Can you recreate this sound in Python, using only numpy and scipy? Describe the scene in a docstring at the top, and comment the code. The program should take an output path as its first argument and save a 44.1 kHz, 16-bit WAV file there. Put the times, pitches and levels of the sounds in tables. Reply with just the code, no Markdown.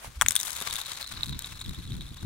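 """A frozen pond: a thin plate of ice is tossed onto it, breaks, bounces and skitters away in shards.
Each blow slaps the ice sheet, rings the shard and sends a short falling chirp through the sheet.
The sliding shards scrape and rattle over tiny bumps, fading with distance; one bump gives a soft knock.
Wind buffets the microphone throughout."""
import sys
import numpy as np
from scipy import signal
from scipy.fft import rfft, irfft
from scipy.io import wavfile
from scipy.ndimage import map_coordinates

SR = 44100
rng = np.random.default_rng(int(sys.argv[2]) if len(sys.argv) > 2 else 0)


def to_wav(s):
    """Save 16-bit WAV."""
    ch = np.atleast_2d(s).T  # columns
    pcm = np.round(np.clip(ch, -1, 1) * 32767)  # PCM
    wavfile.write(sys.argv[1], SR, pcm.astype(np.int16))


N = 99225
T = np.arange(N) / SR

# Sliding friction: (time [s], low scrape [dB], treble hiss [dB])
SLIDE_LEVELS = [(.27, -55, -57), (.32, -43.5, -48), (.345, -45.5, -53), (.39, -48.5, -42), (.55, -42, -43),
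                (.62, -40.5, -46.5), (.77, -40, -45), (.85, -43, -49.5), (1.035, -44.5, -51.5),
                (1.058, -52.5, -64), (1.11, -48.5, -52), (1.19, -48, -64.5), (1.26, -51.5, -49),
                (1.355, -53, -72), (1.45, -51, -55.5), (1.585, -54, -59), (2.25, -56, -62.5)]
# Main resonance of the shards: (time [s], pitch [Hz], level [dB])
SHARD_RESONANCE = [(.3, 3600, -78.5), (.37, 3680, -40), (.44, 3700, -51.5), (.77, 3700, -45),
                   (1.03, 4038, -47.5), (1.23, 3850, -48), (2.25, 3800, -54)]
# Treble of small ice contacts: (frequency [Hz], gain [dB])
HISS_SPECTRUM = [(2000, -9.5), (5000, -9.5), (6200, -2), (9100, 1), (10200, -4.5), (11300, -0.5),
                 (13000, -10), (15000, -8.5)]

SLAP_RISE_S, RING_RISE_S, PING_RISE_S = 0.00036, 0.0011, 0.00076
RING_PAN_DB, LOW_PAN_DB, HIGH_PAN_DB = 2.5, 5, 9
ROCKING_HZ, FORCE_SCATTER_DB = 134.96, 4.5


def undb(db):
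    return 10 ** (np.asarray(db) / 20)


def unit_rms(x):
    return x / np.sqrt(np.mean(x ** 2))


def curve(table, column, t):
    """Table column interpolated at times t."""
    return np.interp(t, np.array(table)[:, 0], np.array(table)[:, column])


def colour(x, spectrum):
    """Minimum-phase filter through (Hz, dB) points, scaled to unit power gain."""
    size = 2 ** 17
    hz, db = np.array(spectrum).T
    bins_hz = np.arange(size // 2 + 1) * SR / size + 1
    gain = unit_rms(undb(np.interp(np.log(bins_hz), np.log(hz), db)))
    cepstrum = irfft(np.log(gain))
    cepstrum[1:size // 2] *= 2
    cepstrum[size // 2 + 1:] = 0
    return irfft(rfft(x, size) * np.exp(rfft(cepstrum)), size)[..., :N]


def wander(rate_hz):
    """Random drift, rms 1; holds after 2000 steps."""
    return unit_rms(np.interp(T * rate_hz, np.arange(2000), rng.standard_normal(2000)))


def burst(rise_s, hz=None):
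    """Heavily damped ring; a noise crunch if no pitch is given."""
    t = T[:700]
    shape = (t / rise_s * np.exp(1 - t / rise_s)) ** 2
    if hz is not None:
        return shape * np.sin(2 * np.pi * hz * t)
    crunch = shape * rng.standard_normal(len(t))
    return crunch * np.linalg.norm(shape) / np.linalg.norm(crunch)


def add(track, at_s, sound):
    i = int(at_s * SR)
    track[..., i:i + sound.shape[-1]] += sound[..., :max(N - i, 0)]


def pan(left_lead_db):
    gains = undb(np.array([[left_lead_db], [-left_lead_db]]) / 2)
    return gains / gains.mean()


def stereo(make, width):
    """Two ears of a random sound; width is the unshared power fraction."""
    return np.sqrt(1 - width) * make() + np.sqrt(width) * np.array([make(), make()])


def wind():
    """Puffs rumble on the microphone, brighter when strong, over still air; one low thump."""
    # Wind puffs: (time [s], half width [s], level [dB])
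    puffs = [(0.076, 0.021, -44.5), (0.26, 0.043, -42), (0.727, 0.029, -47.5), (1.18, 0.055, -44),
             (1.309, 0.034, -36.5), (1.364, 0.0092, -37), (1.54, 0.031, -47), (1.695, 0.033, -37),
             (1.792, 0.015, -38), (1.955, 0.08, -38), (2.12, 0.0089, -39.5), (2.25, 0.027, -35)]
    # Wind and air spectra: (frequency [Hz], gain [dB])
    rumble_spectrum = [(20, -5), (45, 3), (80, 2), (140, -2.5), (200, -12), (300, -18.5), (450, -34),
                       (900, -66.5)]
    air_spectrum = [(30, 1), (150, 12), (400, 8.5), (1000, -1), (2500, -13), (4500, -5.5), (8500, -10),
                    (11000, -5.5), (15000, -25)]
    buffet_spectrum = [(50, -23), (130, 4.5), (260, -6), (380, -17.5), (600, -35.5), (2000, -58)]
    breeze = undb(-57 + 9.5 * np.clip((T - 1.068) / 0.05, 0, 1))
    puff_power = sum(undb(db) ** 2 * np.exp(-((T - at_s) / half_s) ** 2) for at_s, half_s, db in puffs)
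    gust = np.sqrt(breeze ** 2 + puff_power)
    mid, side, flutter, flutter_side = rng.standard_normal((4, N))
    ears = np.array([[1], [-1]])
    rumble = colour(mid + undb(-13.5) * ears * side, rumble_spectrum) * gust
    buffet = colour(flutter + 0.94 * ears * flutter_side, buffet_spectrum) * gust ** 2 / gust.max()
    air = colour(stereo(lambda: rng.standard_normal(N), 0.9), air_spectrum)
    thump_s, thump_hz = 0.178, 59.6
    cycles = (T - thump_s) * thump_hz
    thump = -np.exp(-2 * cycles ** 2) * np.sin(2 * np.pi * cycles)
    return undb(-0.5) * rumble + undb(-1.5) * buffet + undb(-62.5) * air + undb(-31) * thump


def toss():
    """Sleeve swish and a soft flick as the plate is let go."""
    # Sleeve: (frequency [Hz], gain [dB])
    spectrum = [(200, -17.5), (700, 5), (2300, 1.5), (4500, -6.5), (10500, -4), (15000, -13)]
    swish = rng.standard_normal((2, N)) * np.exp(-0.5 * ((T - 0.048) / 0.026) ** 2)
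    out = undb(-43.5) * colour(swish, spectrum)
    add(out, 0.0452, undb(-31.5) * burst(rise_s=0.00085, hz=790))
    return out


def landing():
    """The plate hits, breaks and bounces; splinters fly off after each blow."""
    # Impacts: (time [s], slap [dB], slap [Hz], ring [dB], ring [Hz], ping [dB], ping [Hz], crack [dB])
    blows = [(0.2123, -3.5, 1590, -13, 3330, -16.5, 7800, -11),
             (0.22, -4, 1240, -23, 2760, -14.5, 7730, -11.5),
             (0.2621, -10.5, 2050, -25, 3320, -18.5, 8220, -21.5),
             (0.2842, -31, 2130, -20.5, 3670, -5.5, 6924, -9),
             (0.3075, -24, 1940, -25, 3530, -17.5, 7970, -15),
             (0.354, -49, 2060, -24, 3680, -12.5, 9160, -16.5),
             (0.3629, -26, 1840, -14.5, 3400, -14, 8780, -11)]
    # Breaking ice: (frequency [Hz], gain [dB])
    crack_spectrum = [(400, -26), (1200, -12.5), (3000, -6), (4700, -6), (5800, -0.5), (9000, 1.5),
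                      (11000, -1), (12500, -5.5), (15500, -8)]
    tones, cracks = np.zeros((2, 2, N))
    for at_s, slap_db, slap_hz, ring_db, ring_hz, ping_db, ping_hz, crack_db in blows:
        slap = undb(slap_db) * burst(SLAP_RISE_S, slap_hz)
        ring = undb(ring_db) * burst(RING_RISE_S, ring_hz)
        ping = undb(ping_db) * burst(PING_RISE_S, ping_hz)
        crack = undb(crack_db) * stereo(lambda: burst(rise_s=0.00056), 0.48)
        add(tones, at_s, pan(LOW_PAN_DB) * (slap + ring) + pan(HIGH_PAN_DB) * ping)
        add(cracks, at_s, pan(HIGH_PAN_DB) * crack)
        for delay_s in rng.exponential(0.0076, size=6):
            splinter = undb(crack_db - 17) * stereo(lambda: burst(rise_s=0.00028), 0.36)
            add(cracks, at_s + delay_s, pan(LOW_PAN_DB) * splinter)
    return tones + colour(cracks, crack_spectrum)


def sheet_chirp(x):
    """Bending waves in the pond ice: lows travel slower, so a blow becomes a falling chirp."""
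    centre_hz, width_oct = 1007.3, 0.74
    ice_travel_s, air_travel_s = 0.017, 0.008  # at centre_hz
    lag_s_per_s = 0.002045  # later arrival as the shards slide away
    hz = np.arange(N + 1) * SR / (2 * N) + 1
    phase = 2 * np.pi * (2 * ice_travel_s * np.sqrt(hz * centre_hz) - air_travel_s * hz)
    gain = undb(-12.5) * np.exp(-0.5 * (np.log2(hz / centre_hz) / width_oct) ** 2)
    waves = irfft(rfft(x, 2 * N) * gain * np.exp(-1j * phase))[..., :N]
    return np.array([map_coordinates(ear, [np.arange(N) * (1 - lag_s_per_s)]) for ear in waves])


def reverb(x, t60_s):
    """Diffuse decay, different in each ear."""
    t = T[:SR // 2]
    response = rng.standard_normal((2, len(t))) * np.exp(-np.log(1000) * t / t60_s)
    return signal.fftconvolve(x, response / np.linalg.norm(response[0]), axes=1)[:, :N]


def scrape():
    """Dense tiny contacts with the frosted surface, pulsing as the shards rock."""
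    # Low friction noise: (frequency [Hz], gain [dB])
    scrape_spectrum = [(250, -13), (520, -9.5), (800, -4.5), (1200, 1.5), (1700, 0), (2700, -2),
                       (4300, -2.5), (6000, -6), (12000, -14.5)]
    grains_per_s, scatter_db = 3500, 6.5

    def grains():
        contacts = (rng.random(N) < grains_per_s / SR) * np.sign(rng.standard_normal(N))
        return unit_rms(contacts * undb(scatter_db * np.minimum(rng.standard_normal(N), 2)))

    rocking = unit_rms(undb(3.5 * wander(ROCKING_HZ)))
    low = stereo(grains, 0.7) * rocking * undb(curve(SLIDE_LEVELS, 1, T) + 2.5)
    hiss = stereo(grains, 1) * rocking * undb(curve(SLIDE_LEVELS, 2, T))
    return pan(LOW_PAN_DB) * colour(low, scrape_spectrum) + pan(HIGH_PAN_DB) * colour(hiss, HISS_SPECTRUM)


def rubbed_ring():
    """Rubbing keeps the shards' main resonance ringing, rough and unsteady in pitch."""
    width_hz = 550
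    pitch_hz = curve(SHARD_RESONANCE, 1, T) * (1 + 0.05 * wander(ROCKING_HZ))
    phase = 2 * np.pi * np.cumsum(pitch_hz) / SR
    ring = stereo(lambda: wander(width_hz) * np.sin(phase) + wander(width_hz) * np.cos(phase), 0.71)
    force = unit_rms(undb(FORCE_SCATTER_DB * wander(ROCKING_HZ)))
    return pan(RING_PAN_DB) * ring * force * undb(curve(SHARD_RESONANCE, 2, T) - 4)


def rattle():
    """Shards skip over bumps: strong skips and a random patter of small ones."""
    # Strong skips: (time [s], ring [dB], crack [dB])
    skips = [(.32, -26, -22.5), (0.3911, -28, -31), (0.4, -30, -26.5), (0.4111, -38, -26),
             (0.4312, -49, -22.5), (.4562, -41, -33), (.4695, -25.5, -45), (.5066, -37, -46),
             (0.6024, -28, -26.5), (0.612, -33, -30), (0.622, -23.5, -26), (0.6628, -42, -39),
             (.6852, -31, -36), (0.709, -26.5, -32), (0.7371, -39, -26.5), (0.756, -23, -29),
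             (0.7643, -26, -27.5), (0.8134, -27, -36.5), (0.859, -30.5, -39), (0.9176, -24.5, -34),
             (0.9547, -34, -43), (1.027, -25, -39), (1.072, -55, -36), (1.091, -41, -38), (1.122, -28, -35),
             (1.173, -27, -51), (1.2082, -28.5, -50), (1.2318, -17, -38), (1.2585, -33, -35.5),
             (1.293, -32, -37.5), (1.3314, -32, -55.5), (1.345, -38, -64), (1.391, -30, -27),
             (1.421, -35.5, -36.5), (1.4445, -24.5, -43), (1.459, -40, -37), (1.602, -50, -38),
             (1.6138, -26.5, -35.5), (1.649, -32.5, -57), (1.693, -30, -38), (1.920, -31, -47),
             (2.016, -36, -65)]
    jitter, force, grit, pitch = rng.standard_normal((320, 4)).T
    times_s = np.linspace(0.34, N / SR, 320) + 0.008 * jitter
    force_db, grit_db = FORCE_SCATTER_DB * np.minimum([force, grit], 2)
    rings_db = curve(SHARD_RESONANCE, 2, times_s) + 7 + force_db
    cracks_db = curve(SLIDE_LEVELS, 2, times_s) + 7 + force_db + grit_db / 2
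    patter = list(zip(times_s, rings_db, cracks_db, 1 + 0.06 * pitch))
    rings, tones, cracks = np.zeros((3, 2, N))
    for at_s, ring_db, crack_db, detune in [(*skip, 1) for skip in skips] + patter:
        scatter = rng.uniform(-1.08, 1, 4)
        slap_ratio, ping_ratio, crack_ratio = np.exp(0.5 * scatter[1:])
        ring = undb(ring_db) * burst(RING_RISE_S, detune * curve(SHARD_RESONANCE, 1, at_s))
        slap = undb(min(ring_db - 6.5, -34)) * burst(SLAP_RISE_S, hz=1830 * slap_ratio)
        ping = undb(crack_db + 1.5) * burst(PING_RISE_S / 2, hz=8460 * ping_ratio)
        crack = undb(crack_db) * stereo(lambda: burst(rise_s=0.00083 * crack_ratio), 1)
        add(rings, at_s, pan(RING_PAN_DB + 4 * scatter[0]) * ring)
        add(tones, at_s, pan(LOW_PAN_DB) * slap + pan(HIGH_PAN_DB) * ping)
        add(cracks, at_s, pan(HIGH_PAN_DB) * crack)
    roughness = 1 + 0.4 * np.array([wander(1500), wander(1500)])
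    return rings * roughness + tones + colour(cracks, HISS_SPECTRUM)


def knock():
    """One heavier bump: a soft, rough knock, falling in pitch."""
    at_s, start_hz, octave_fall_s, decay_s = 0.613, 1033.7, 0.00747, 0.007
    phase = 2 * np.pi * start_hz * octave_fall_s * np.log(1 + T / octave_fall_s)
    out = np.zeros(N)
    add(out, at_s, undb(-32) * np.exp(-T / decay_s) * np.sin(phase + 1.6 * wander(900)))
    return out


def scene():
    low_cut = signal.butter(2, 890, "high", fs=SR, output="sos")
    ice = signal.sosfilt(low_cut, landing() + rattle()) + scrape() + rubbed_ring()
    near_tail = undb(-13) * reverb(ice, t60_s=0.03)
    bank_tail = undb(-27) * reverb(ice, t60_s=0.4)
    ice = ice + sheet_chirp(ice) + near_tail + bank_tail
    right_lag_s = 55e-6 * np.minimum(T / 0.48, 1)  # the shards drift left
    ice[1] = map_coordinates(ice[1], [np.arange(N) - right_lag_s * SR])
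    return ice + knock() + toss() + wind()


def record(dry):
    """Clip at full scale, then cut the top."""
    high_cut = signal.ellip(8, 0.2, 60, 15700, fs=SR, output="sos")
    return signal.sosfilt(high_cut, np.clip(dry, -1, 1))


dry = scene()
out = record(dry)
to_wav(out)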